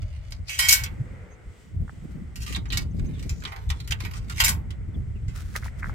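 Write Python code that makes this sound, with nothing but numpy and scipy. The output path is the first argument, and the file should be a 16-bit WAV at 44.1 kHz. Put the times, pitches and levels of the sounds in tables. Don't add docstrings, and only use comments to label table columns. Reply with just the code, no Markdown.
import sys
import numpy as np
from scipy import signal
from scipy.fft import rfft, irfft, next_fast_len
from scipy.io import wavfile
from scipy.ndimage import uniform_filter1d

SR = 44100
rng = np.random.default_rng(int(sys.argv[2]) if len(sys.argv) > 2 else 0)


def wrap_up_sound(samples):
    columns = np.atleast_2d(samples).T
    tamed = np.clip(columns, -1, 1)
    steps = np.round(tamed * 32767).astype(np.int16)
    wavfile.write(sys.argv[1], SR, steps)


N = 261954
TIME = np.arange(N) / SR
RING = TIME[:12288]
STEPS = TIME[::32]
GRIP_DB_PER_S, LET_GO_DB_PER_S = 905.5, 599

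# pitch_hz, factor on the ring time
DAMPING = [(600, 2.7), (2000, 1.2), (5000, 0.71), (10000, 0.59), (16000, 0.91)]


def amp(db):
    return 10 ** (np.asarray(db) / 20)


def evened(x):
    return x / np.sqrt(np.mean(x ** 2) + 1e-20)


def struck(x, size=350):
    return x / np.sqrt(np.mean(x[:, :size] ** 2) + 1e-20)


def read(points, hz):
    f, value = np.transpose(points)
    return np.interp(np.log(hz + 1), np.log(f + 1), value)


def level(rows, axis=1):
    rows = np.array(rows)
    return amp(np.interp(TIME, rows[:, 0], rows[:, axis]))


def add(mix, s, sound):
    part = mix[:, max(round(s * SR), 0):][:, :sound.shape[1]]
    part += sound[:, :part.shape[1]]


def pair(hz, same):
    a, b = np.exp(2j * np.pi * rng.random((2, len(hz))))
    return np.array([a, same * a + np.sqrt(1 - same ** 2) * b])


def noise(spectrum, same):
    hz = np.fft.rfftfreq(next_fast_len(N + SR, True), 1 / SR)
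    return evened(irfft(pair(hz, same) * amp(read(spectrum, hz)))[:, :N])


def swell(rate_hz):
    hz = np.fft.rfftfreq(N, 1 / SR)
    return evened(irfft(np.exp(2j * np.pi * rng.random(len(hz)) - (hz / rate_hz) ** 2), N))


def grit(per_s, spread_db, bed):
    size = rng.standard_normal(N) * amp(spread_db * np.minimum(rng.exponential(1, N), 3))
    slips = (rng.random(N) < per_s / SR) * size
    return evened(evened(slips) + bed * rng.standard_normal(N))


def strokes(rows, rise_db_per_s, fall_db_per_s):
    s, length, db, growth_db = np.transpose(rows)[:, :, None]
    early = np.maximum(s - STEPS, 0)
    late = np.maximum(STEPS - s - length, 0)
    held_db = db + growth_db * np.clip((STEPS - s) / length, 0, 1)
    gains = amp(np.maximum(held_db - rise_db_per_s * early - fall_db_per_s * late, -150))
    return np.interp(TIME, STEPS, np.linalg.norm(gains, axis=0))


def latch(modes_db=1.8, mode_hold=0.77, crack=.6, crack_s=.004, rise_s=0.00079, pressed_s=0.032, pan_db=-2.84):
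    # start_s, level_db over the first 8 ms, brightness_db_per_octave, contact pitch_hz,
    # contact strength_db, nominal ring t60_s, share of the modal ring in the bolt (0-1)
    blows = [(0.028, -52.5, -5.5, 2850, 5, 0.069, 0.9), (0.307, -51.5, -1, 10770, 11, 0.09, .2),
             (0.3208, -37, -4, 4600, 8.5, 0.097, 0.95), (0.4927, -31, -2, 2530, 11, 0.56, 1),
             (0.589, -18.5, 2, 2260, -7, 0.26, 0.14), (0.593, -21, -1.5, 2040, 6.5, 0.53, 0.98),
             (0.6852, -13, 2, 2540, 5.5, 0.32, 0.96), (0.692, -14, 3, 4570, 10, 0.062, 1),
             (0.707, -16, 3.5, 2640, 4.5, 0.34, 0.66), (0.725, -10, 4.5, 1570, 8.5, .22, 0.89),
             (0.836, -28.5, -1.5, 3750, 1, 0.14, 1), (0.861, -36.5, -7, 2760, 10, .11, 0.87),
             (2.357, -39.5, -0.5, 3050, 0.5, 0.2, .2), (2.463, -38, -2, 2340, 5, 0.23, 0),
             (2.548, -30, -6.5, 3800, 22.5, 0.16, 0), (2.56, -33, -6, 3720, -0.5, 0.068, 0),
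             (2.655, -45, -9, 3490, -1, 0.14, .25), (2.702, -35, -4, 3740, 20.5, 0.17, 0.15),
             (2.722, -30, -2, 2650, 13, 0.12, 0.04), (2.728, -28.5, -1.5, 3780, 8.5, 0.27, 0),
             (2.772, -22.5, -1.5, 4700, 7.5, 0.11, 0.92), (2.995, -46.5, -6.5, 2640, 1.5, 0.064, 0.38),
             (3.193, -46.5, -2.5, 3040, 8, .11, .1), (3.226, -44.5, -3, 5080, -1, 0.13, 0.4),
             (3.293, -34.5, -1, 6030, 8, 0.18, 0.12), (3.422, -44, -5, 1430, 14, .08, 0.1),
             (3.437, -40, -6.5, 13200, 11, 0.076, 0.1), (3.451, -30, -8, 3450, 14, 0.1, 0.15),
             (3.473, -42.5, -7, 800, 10, 0.23, .1), (3.52, -37.5, -12.5, 12440, 22, 0.18, 0),
             (3.561, -41, -9.5, 13000, 15, 0.097, 0.3), (3.691, -44.5, 1, 3490, 14, 0.067, .1),
             (3.701, -28, -4.5, 3380, 5.5, 0.12, 0.03), (3.801, -40, -2.5, 3830, 6, 0.11, 0),
             (3.875, -40, -2.5, 12900, 9, 0.14, 0.4), (3.908, -28.5, -1.5, 1500, 8.5, 0.14, .45),
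             (3.921, -23, -5, 3100, 13.5, 0.078, 0.6), (4.004, -35.5, -6, 13000, 7, 0.08, 0),
             (4.049, -35, -7.5, 12900, 12.5, 0.15, 0.7), (4.111, -44.5, -6.5, 12900, 16, 0.12, 0.15),
             (4.135, -40.5, -4.5, 1300, 7, 0.16, 0.14), (4.297, -34.5, -3, 1340, 8, 0.11, 0),
             (4.323, -43, -2, 1310, -1.5, 0.064, 0), (4.38, -33, -1.5, 2080, 10.5, 0.17, .25),
             (4.401, -16.5, -4, 13200, 10, 0.17, 0.4), (4.405, -19, 1, 2950, 20, 0.14, 0.5),
             (4.437, -23, -2, 1346, -1, .1, 0.2), (4.4437, -16, 4.5, 1430, 5, 0.17, 0),
             (4.46, -21.5, -0.5, 2380, 7, 0.18, 1), (4.48, -20, -4, 11000, 13.5, 0.14, 0.73),
             (4.49, -20.5, 4.5, 900, 22, 0.19, 0.14), (4.705, -43.5, -4.5, 3490, 5.5, 0.13, 0.1),
             (5.281, -48, -4.5, 7450, 2.5, 0.3, .1)]
    bolt_hz = [1510, 1555, 1916, 2231, 2580, 2734, 2917, 3160, 4044, 4848, 5089, 5362, 5812, 6330, 6870,
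               7345, 8182, 8328, 9011, 9350, 9528, 10067, 10869, 11857, 11908, 12801, 13641, 14362]
    bolt_db = [-3, -12.5, -6.5, -1, -2.5, -13, -9, 1, 0, 2, -1.5, -0.5, 5, 2.5, 0.5, -1.5, -4.5, 0, -3,
               -6.5, -5.5, -2.5, -9, 1, -1.5, -12.5, -21.5, -4]
    frame_hz = [800, 912, 1065, 1205, 1388, 1490, 1582, 1894, 2050, 2366, 2550, 2734, 2940, 3095, 3231,
                3655, 3755, 4085, 4775, 5361, 5500, 6310, 7335, 7505, 8250, 9646, 10058, 11347, 13030,
                14351]
    frame_db = [-15.5, -15.5, -9, -8, -5, -9, -7.5, -0.5, -2.5, -0.5, -1, 1, 1, -5.5, 0.5, -6, -8, 0, 5.5,
                -3, 3.5, 0, 8.5, -3, -10, -7.5, -2, -12.5, -7.5, -3]
    bolt, frame = waves(bolt_hz, bolt_db), waves(frame_hz, frame_db)
    pan = amp([[pan_db / 2], [-pan_db / 2]])
    slips = rubbing()
    travel = swell(rate_hz=6.4)
    edges = [0] + [round(row[0] * SR) for row in blows[1:]] + [N]
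    out = np.zeros((2, N))
    for (s, db, *colour, t60, share), a, b in zip(blows, edges, edges[1:]):
        hold = t60 * mode_hold
        modes = np.sqrt(share) * ring(bolt, colour, hold) + np.sqrt(1 - share) * ring(frame, colour, hold)
        free = min(t60 / .15, 1.2)
        cracked = clash(colour, t60) * (1 + crack * np.exp(-RING / crack_s))
        sound = cracked + amp(modes_db) * free * modes
        sound = sound * (1 - np.exp(-RING / rise_s))
        sound = struck(sound * pan)
        add(out, s, amp(db) * sound)
        span = slice(a, max(b, a + 1))
        for spot, weight in (sound, np.cos), (clash(colour, t60), np.sin):
            damped = (spot * np.exp(-RING / pressed_s))[:, :len(RING) // 2]
            rub = signal.fftconvolve((slips[span] * weight(travel[span]))[None], damped, axes=1)
            add(out, a / SR, rub / np.sqrt((damped ** 2).sum() / 2))
    return out


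def waves(hz, db):
    hz = np.array(hz, float)
    return hz, (amp(db)[:, None] * np.exp(2j * np.pi * hz[:, None] * RING)).astype(np.complex64)


def ring(body, colour, t60, scatter_db=3.5, clear_hold=1.79):
    clear_hz = [912, 7505, 10058, 11347]
    hz, shapes = body
    scatter = amp(scatter_db * rng.standard_normal(len(hz)))
    weight = pair(hz, 0.7) * ports(hz) * contact(hz, *colour) * scatter
    hold = t60 * read(DAMPING, hz) * np.where(np.isin(hz, clear_hz), clear_hold, 1)
    fall = (np.log(1000) / hold).astype(np.float32)
    decay = np.exp(-fall[:, None] * RING.astype(np.float32))
    return struck((weight.astype(np.complex64) @ (shapes * decay)).real)


def clash(colour, t60, count=170):
    # pitch_hz, relative density_db per Hz
    steel = [(150, -56), (500, -23.5), (850, -15.5), (1200, -12), (1600, -9), (2200, -2.5), (3100, -5),
             (4200, -0.5), (6200, 0), (8000, -1), (9600, -4.5), (10700, -10.5), (12000, -7), (16000, -20.5)]
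    hz = np.fft.rfftfreq(len(RING), 1 / SR)
    crowd = np.full(len(hz), .12)
    crowd[rng.integers(100, len(hz), count)] = 1
    burst = irfft(crowd * pair(hz, 0.26) * ports(hz) * amp(read(steel, hz)) * contact(hz, *colour))
    f, t, z = signal.stft(burst, SR, nperseg=256)
    z = z * amp(-60 * t / (t60 * read(DAMPING, f)[:, None]))
    return struck(signal.istft(z, SR, nperseg=256)[1][:, :len(RING)])


def contact(hz, slope_db, focus_hz, focus_db, width=.33):
    bump = np.exp(-(np.log2((hz + 1) / focus_hz) / width) ** 2)
    return amp(slope_db * np.log2(np.maximum(hz, 1200) / 4000) + focus_db * bump)


def ports(hz):
    # pitch_hz, left_lead_rad
    lead = [(0, -5), (1380, 2.5), (2330, 6.5), (3270, 14.5), (3700, 12.5), (5340, 18), (5680, 15.5),
            (6370, 28), (6890, 19), (9650, 29), (9990, 20.5), (16400, 16.5)]
    # pitch_hz, left_minus_right_db
    lean = [(60, 0.5), (110, -10.5), (200, 0), (380, -1), (700, 0), (1290, 1.5), (2380, -5), (4400, 1.5),
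            (8120, 8), (15000, -3.5)]
    side = np.array([[.5], [-.5]])
    return amp(side * read(lean, hz)) * np.exp(1j * side * read(lead, hz))


def rubbing(taps_per_s=12, tap_db=2.5, tap_s=0.013):
    # start_s, length_s, starting level_db, growth_db over the stroke
    scrapes = [(.49, 0.11, -33, -10), (.605, 0.12, -24.5, -5.5), (.75, 0.01, -37, -3),
               (2.41, 0.021, -41.5, -3), (2.47, 0.098, -38.5, -1.5), (2.78, 0.04, -49, 2),
               (3.16, 0.032, -59, 10.5), (3.475, 0.031, -44.5, -10), (3.99, 0.065, -52, 10),
               (4.155, 0.014, -42.5, -2.5), (4.28, 0.033, -49.5, 6), (4.36, 0.047, -40.5, 16),
               (4.445, 0.043, -29.5, -9)]
    # start_s, length_s, starting level_db, growth_db
    chafes = [(0, 0.37, -59, -1), (2.97, 0.65, -60.5, 6.5), (3.64, 0.82, -59, -2)]
    chafe = strokes(chafes, GRIP_DB_PER_S, LET_GO_DB_PER_S)
    pressure = np.hypot(strokes(scrapes, GRIP_DB_PER_S, LET_GO_DB_PER_S), chafe)
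    taps = (rng.random(N) < taps_per_s / SR) * rng.uniform(0.35, 1, N) * np.sqrt(tap_s * SR)
    slips = grit(per_s=800, spread_db=4, bed=.4)
    return pressure * slips + amp(tap_db) * chafe * taps


def gravel(crunch_db_per_s=707.5, settle_db_per_s=803):
    # start_s, length_s, starting level_db, growth_db
    crunches = [(2.11, 0.02, -59.5, -4), (5.36, 0.061, -44.5, -5.5), (5.41, 0.28, -55, -1),
                (5.56, 0.0029, -41, 13), (5.645, 0.038, -44.5, -8), (5.792, .004, -54.5, 8.5),
                (5.84, 0.063, -57, 3)]
    # pitch_hz, relative density_db per Hz
    stones = [(240, -47), (400, -14), (935, -18), (1350, -6.5), (2120, -12), (2840, -16.5), (4380, -17.5),
              (5780, -16.5), (16000, -28)]
    hz = np.fft.rfftfreq(N, 1 / SR)
    grains = np.array([grit(per_s=1800, spread_db=2, bed=.4) for _ in range(2)])
    mixed = grains + 0.13 * grains[::-1]
    pressure = strokes(crunches, crunch_db_per_s, settle_db_per_s)
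    return pressure * evened(irfft(rfft(mixed) * amp(read(stones, hz)), N))


def ticks(length_s=0.00057, grind_db=-15, grind_s=0.0036):
    # centre_s, peak_db, pitch_hz
    tick_rows = [(1.880, -37, 1350), (1.895, -29, 1312), (5.5549, -23, 1545), (5.558, -19.5, 1730),
                 (5.563, -17, 1500), (5.627, -33, 1590), (5.634, -30, 1700), (5.661, -30.5, 1010),
                 (5.671, -34.5, 1800), (5.682, -33, 1940), (5.826, -31, 1630), (5.831, -20.5, 1670),
                 (5.8437, -22, 1600), (5.859, -26.5, 1430), (5.870, -31.5, 1640), (5.896, -25, 1390)]
    out, t = np.zeros((2, N)), np.arange(-128, 128) / SR
    for s, db, hz in tick_rows:
        phase = 2 * np.pi * rng.random() + np.array([[0], [.6]])
        tick = np.exp(-(t / length_s) ** 2) * np.cos(2 * np.pi * hz * t + phase)
        tail = rng.standard_normal((2, len(RING))) * np.exp(-RING / grind_s)
        grind = struck(signal.fftconvolve(tick, tail, axes=1))
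        add(out, s + t[0], amp(db) * tick)
        add(out, s + t[0], amp(db + grind_db) * grind)
    return out


def bumps(cycles=1.26):
    # centre_s, peak_db, pitch_hz
    bump_rows = [(0.825, -26, 64.4), (1.013, -18, 122.2), (2.028, -32, 171), (2.223, -30.5, 201)]
    out, t = np.zeros((2, N)), np.arange(-2048, 2048) / SR
    for s, db, hz in bump_rows:
        phase = 2 * np.pi * rng.random() + np.array([[0], [.4]])
        push = np.exp(-(t * hz / cycles) ** 2) * np.cos(2 * np.pi * hz * t + phase)
        add(out, s + t[0], amp(db) * push)
    return out


def wind(buffet_db=-1.5, flutter_db=2.0, air_db=-5.5, lumps_db=1.0, flicker_db=3.5):
    # pitch_hz, relative density_db per Hz
    big_colour = [(8.8, -33.5), (15, -19.5), (43, 3.5), (73, 6), (113, 0.5), (184, -19), (220, -25),
                  (290, -52), (480, -120)]
    small_colour = [(90, -8.5), (150, 5), (220, -3.5), (300, -10.5), (450, -21.5), (700, -30.5),
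                    (1500, -58)]
    wash_colour = [(180, -26.5), (300, -6), (480, -9.5), (700, -10.5), (1050, -15.5), (1400, -11.5),
                   (1700, -15.5), (2050, -8.5), (2600, -23), (4000, -39), (16000, -64.5)]
    # time_s, level_db
    wash_level = [(0, -57.5), (.54, -53.5), (1.19, -47), (1.8, -57.5), (2.15, -51.5), (2.7, -58),
                  (4.5, -51.5), (5.5, -56.5), (5.94, -42.5)]
    big, small = blowing(axis=1), blowing(axis=2)
    lumps = amp(buffet_db + lumps_db * swell(rate_hz=9))
    flicker = amp(flutter_db + flicker_db * swell(rate_hz=37))
    buffet = big * lumps * turbulence(big_colour, same=0.82, smooth_s=0.16)
    flutter = small * flicker * turbulence(small_colour, same=0.21, smooth_s=0.017)
    wash = level(wash_level) * noise(wash_colour, same=0.22) * amp(air_db)
    return buffet + flutter + wash


def blowing(axis):
    # time_s, buffeting_db, flutter_db
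    steady = [(0, -31, -78), (.4, -37, -54), (.53, -44.5, -68), (.62, -32.5, -57.5), (1.05, -34.5, -44.5),
              (1.35, -45.5, -59.5), (1.62, -52.5, -61), (2.1, -39, -43), (2.33, -38, -49),
              (2.6, -29, -44.5), (3.05, -29, -35.5), (3.45, -38.5, -44.5), (3.55, -39, -62),
              (3.72, -32, -51.5), (4.5, -30.5, -45), (5, -30, -46.5), (5.65, -32.5, -50), (5.92, -33, -47)]
    # centre_s, width_s (one sigma), buffeting_db, flutter_db
    gust_rows = [(.03, 0.028, -27.5, -51.5), (0.419, 0.018, -28, -51), (0.831, 0.024, -28.5, -55.5),
                 (1.488, 0.016, -32, -56), (1.8, 0.044, -23.5, -44), (2.149, 0.041, -58, -43),
                 (2.41, 0.021, -28.5, -43), (2.51, 0.037, -47, -40.5), (2.579, 0.012, -33, -39),
                 (2.75, 0.014, -22.5, -38.5), (3.009, 0.025, -23.5, -41), (3.322, 0.015, -23, -55),
                 (3.7, 0.028, -23, -59), (3.922, 0.017, -25.5, -51), (4.041, 0.017, -27, -41),
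                 (4.44, .03, -26, -51), (4.54, .025, -28, -41), (4.998, 0.028, -28, -39),
                 (5.29, 0.0089, -23.5, -43), (5.88, 0.028, -27, -41.5)]
    rows = np.transpose(gust_rows)[:, :, None]
    arches = np.exp(-np.minimum(((STEPS - rows[0]) / rows[1]) ** 2 / 2, 20))
    peaks = np.linalg.norm(amp(rows[axis + 1]) * arches, axis=0)
    return np.hypot(level(steady, axis=axis), np.interp(TIME, STEPS, peaks))


def turbulence(spectrum, same, smooth_s):
    x = noise(spectrum, same)
    return x / np.sqrt(uniform_filter1d((x ** 2).mean(0), int(smooth_s * SR) + 1) + 1e-6)


def birds(waver_hz=90):
    # centre_s, peak level_db, middle pitch_hz, glide_hz_per_s, length_s
    chirps = [(1.328, -58, 6450, 1499, 0.072), (2.693, -51.5, 6280, -3000, 0.029),
              (2.917, -61.5, 6340, 7, 0.027), (3.07, -52.5, 6360, 1.5, 0.04),
              (3.158, -55, 3485, -9000, 0.09), (4.399, -39, 6310, -3000, 0.034),
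              (4.951, -53, 3390, -12000, 0.029), (5.167, -56, 2650, -9000, 0.051)]
    out = np.zeros((2, N))
    for s, db, hz, glide, length in chirps:
        t = np.arange(-length / 2, length / 2, 1 / SR)
        wander = evened(uniform_filter1d(rng.standard_normal((2, len(RING))), size=120))
        pitch = hz + glide * t + waver_hz * wander[:, :len(t)]
        whistle = np.sin(2 * np.pi * np.cumsum(pitch, 1) / SR)
        add(out, s + t[0], amp(db) * np.hanning(len(t)) * whistle)
    return out


def drone(width_hz=55):
    # time_s, level_db, pitch_hz
    drift = [(0, -63, 623), (.5, -74.5, 578), (1.25, -55.5, 478), (1.9, -72, 390), (3.198, -63, 400),
             (4.7, -63, 420), (5.94, -73.5, 391)]
    s, _, hz = np.transpose(drift)
    lowpass = signal.butter(2, width_hz, fs=SR, output="sos")
    a, b = signal.sosfilt(lowpass, rng.standard_normal((2, N)))
    turn = np.exp(2j * np.pi * np.cumsum(np.interp(TIME, s, hz)) / SR)
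    return level(drift) * evened(((a + 1j * b) * turn).real)


def hiss():
    # pitch_hz, relative density_db per Hz
    hiss_colour = [(1500, -11.5), (3000, 2.5), (4000, -4.5), (5000, -4), (6500, -4.5), (8200, 0),
                   (9500, -12.5), (12000, -15.5), (16000, -18.5)]
    # time_s, level_db
    hiss_level = [(0, -73.5), (.9, -65), (1.4, -70), (1.62, -61.5), (1.8, -73), (1.9, -63.5), (2.3, -68.5),
                  (4.8, -71), (5.94, -65)]
    return level(hiss_level) * noise(hiss_colour, same=0.28)


def scene():
    return latch() + gravel() + ticks() + bumps() + wind() + birds() + drone() + hiss()


def record(dry, edge_hz=16200):
    held = np.clip(dry, -.85, .85)
    lowpass = signal.firwin(411, edge_hz, window=("kaiser", 8), fs=SR)
    return signal.oaconvolve(held, lowpass[None], "same")


dry = scene()
out = record(dry)
wrap_up_sound(out)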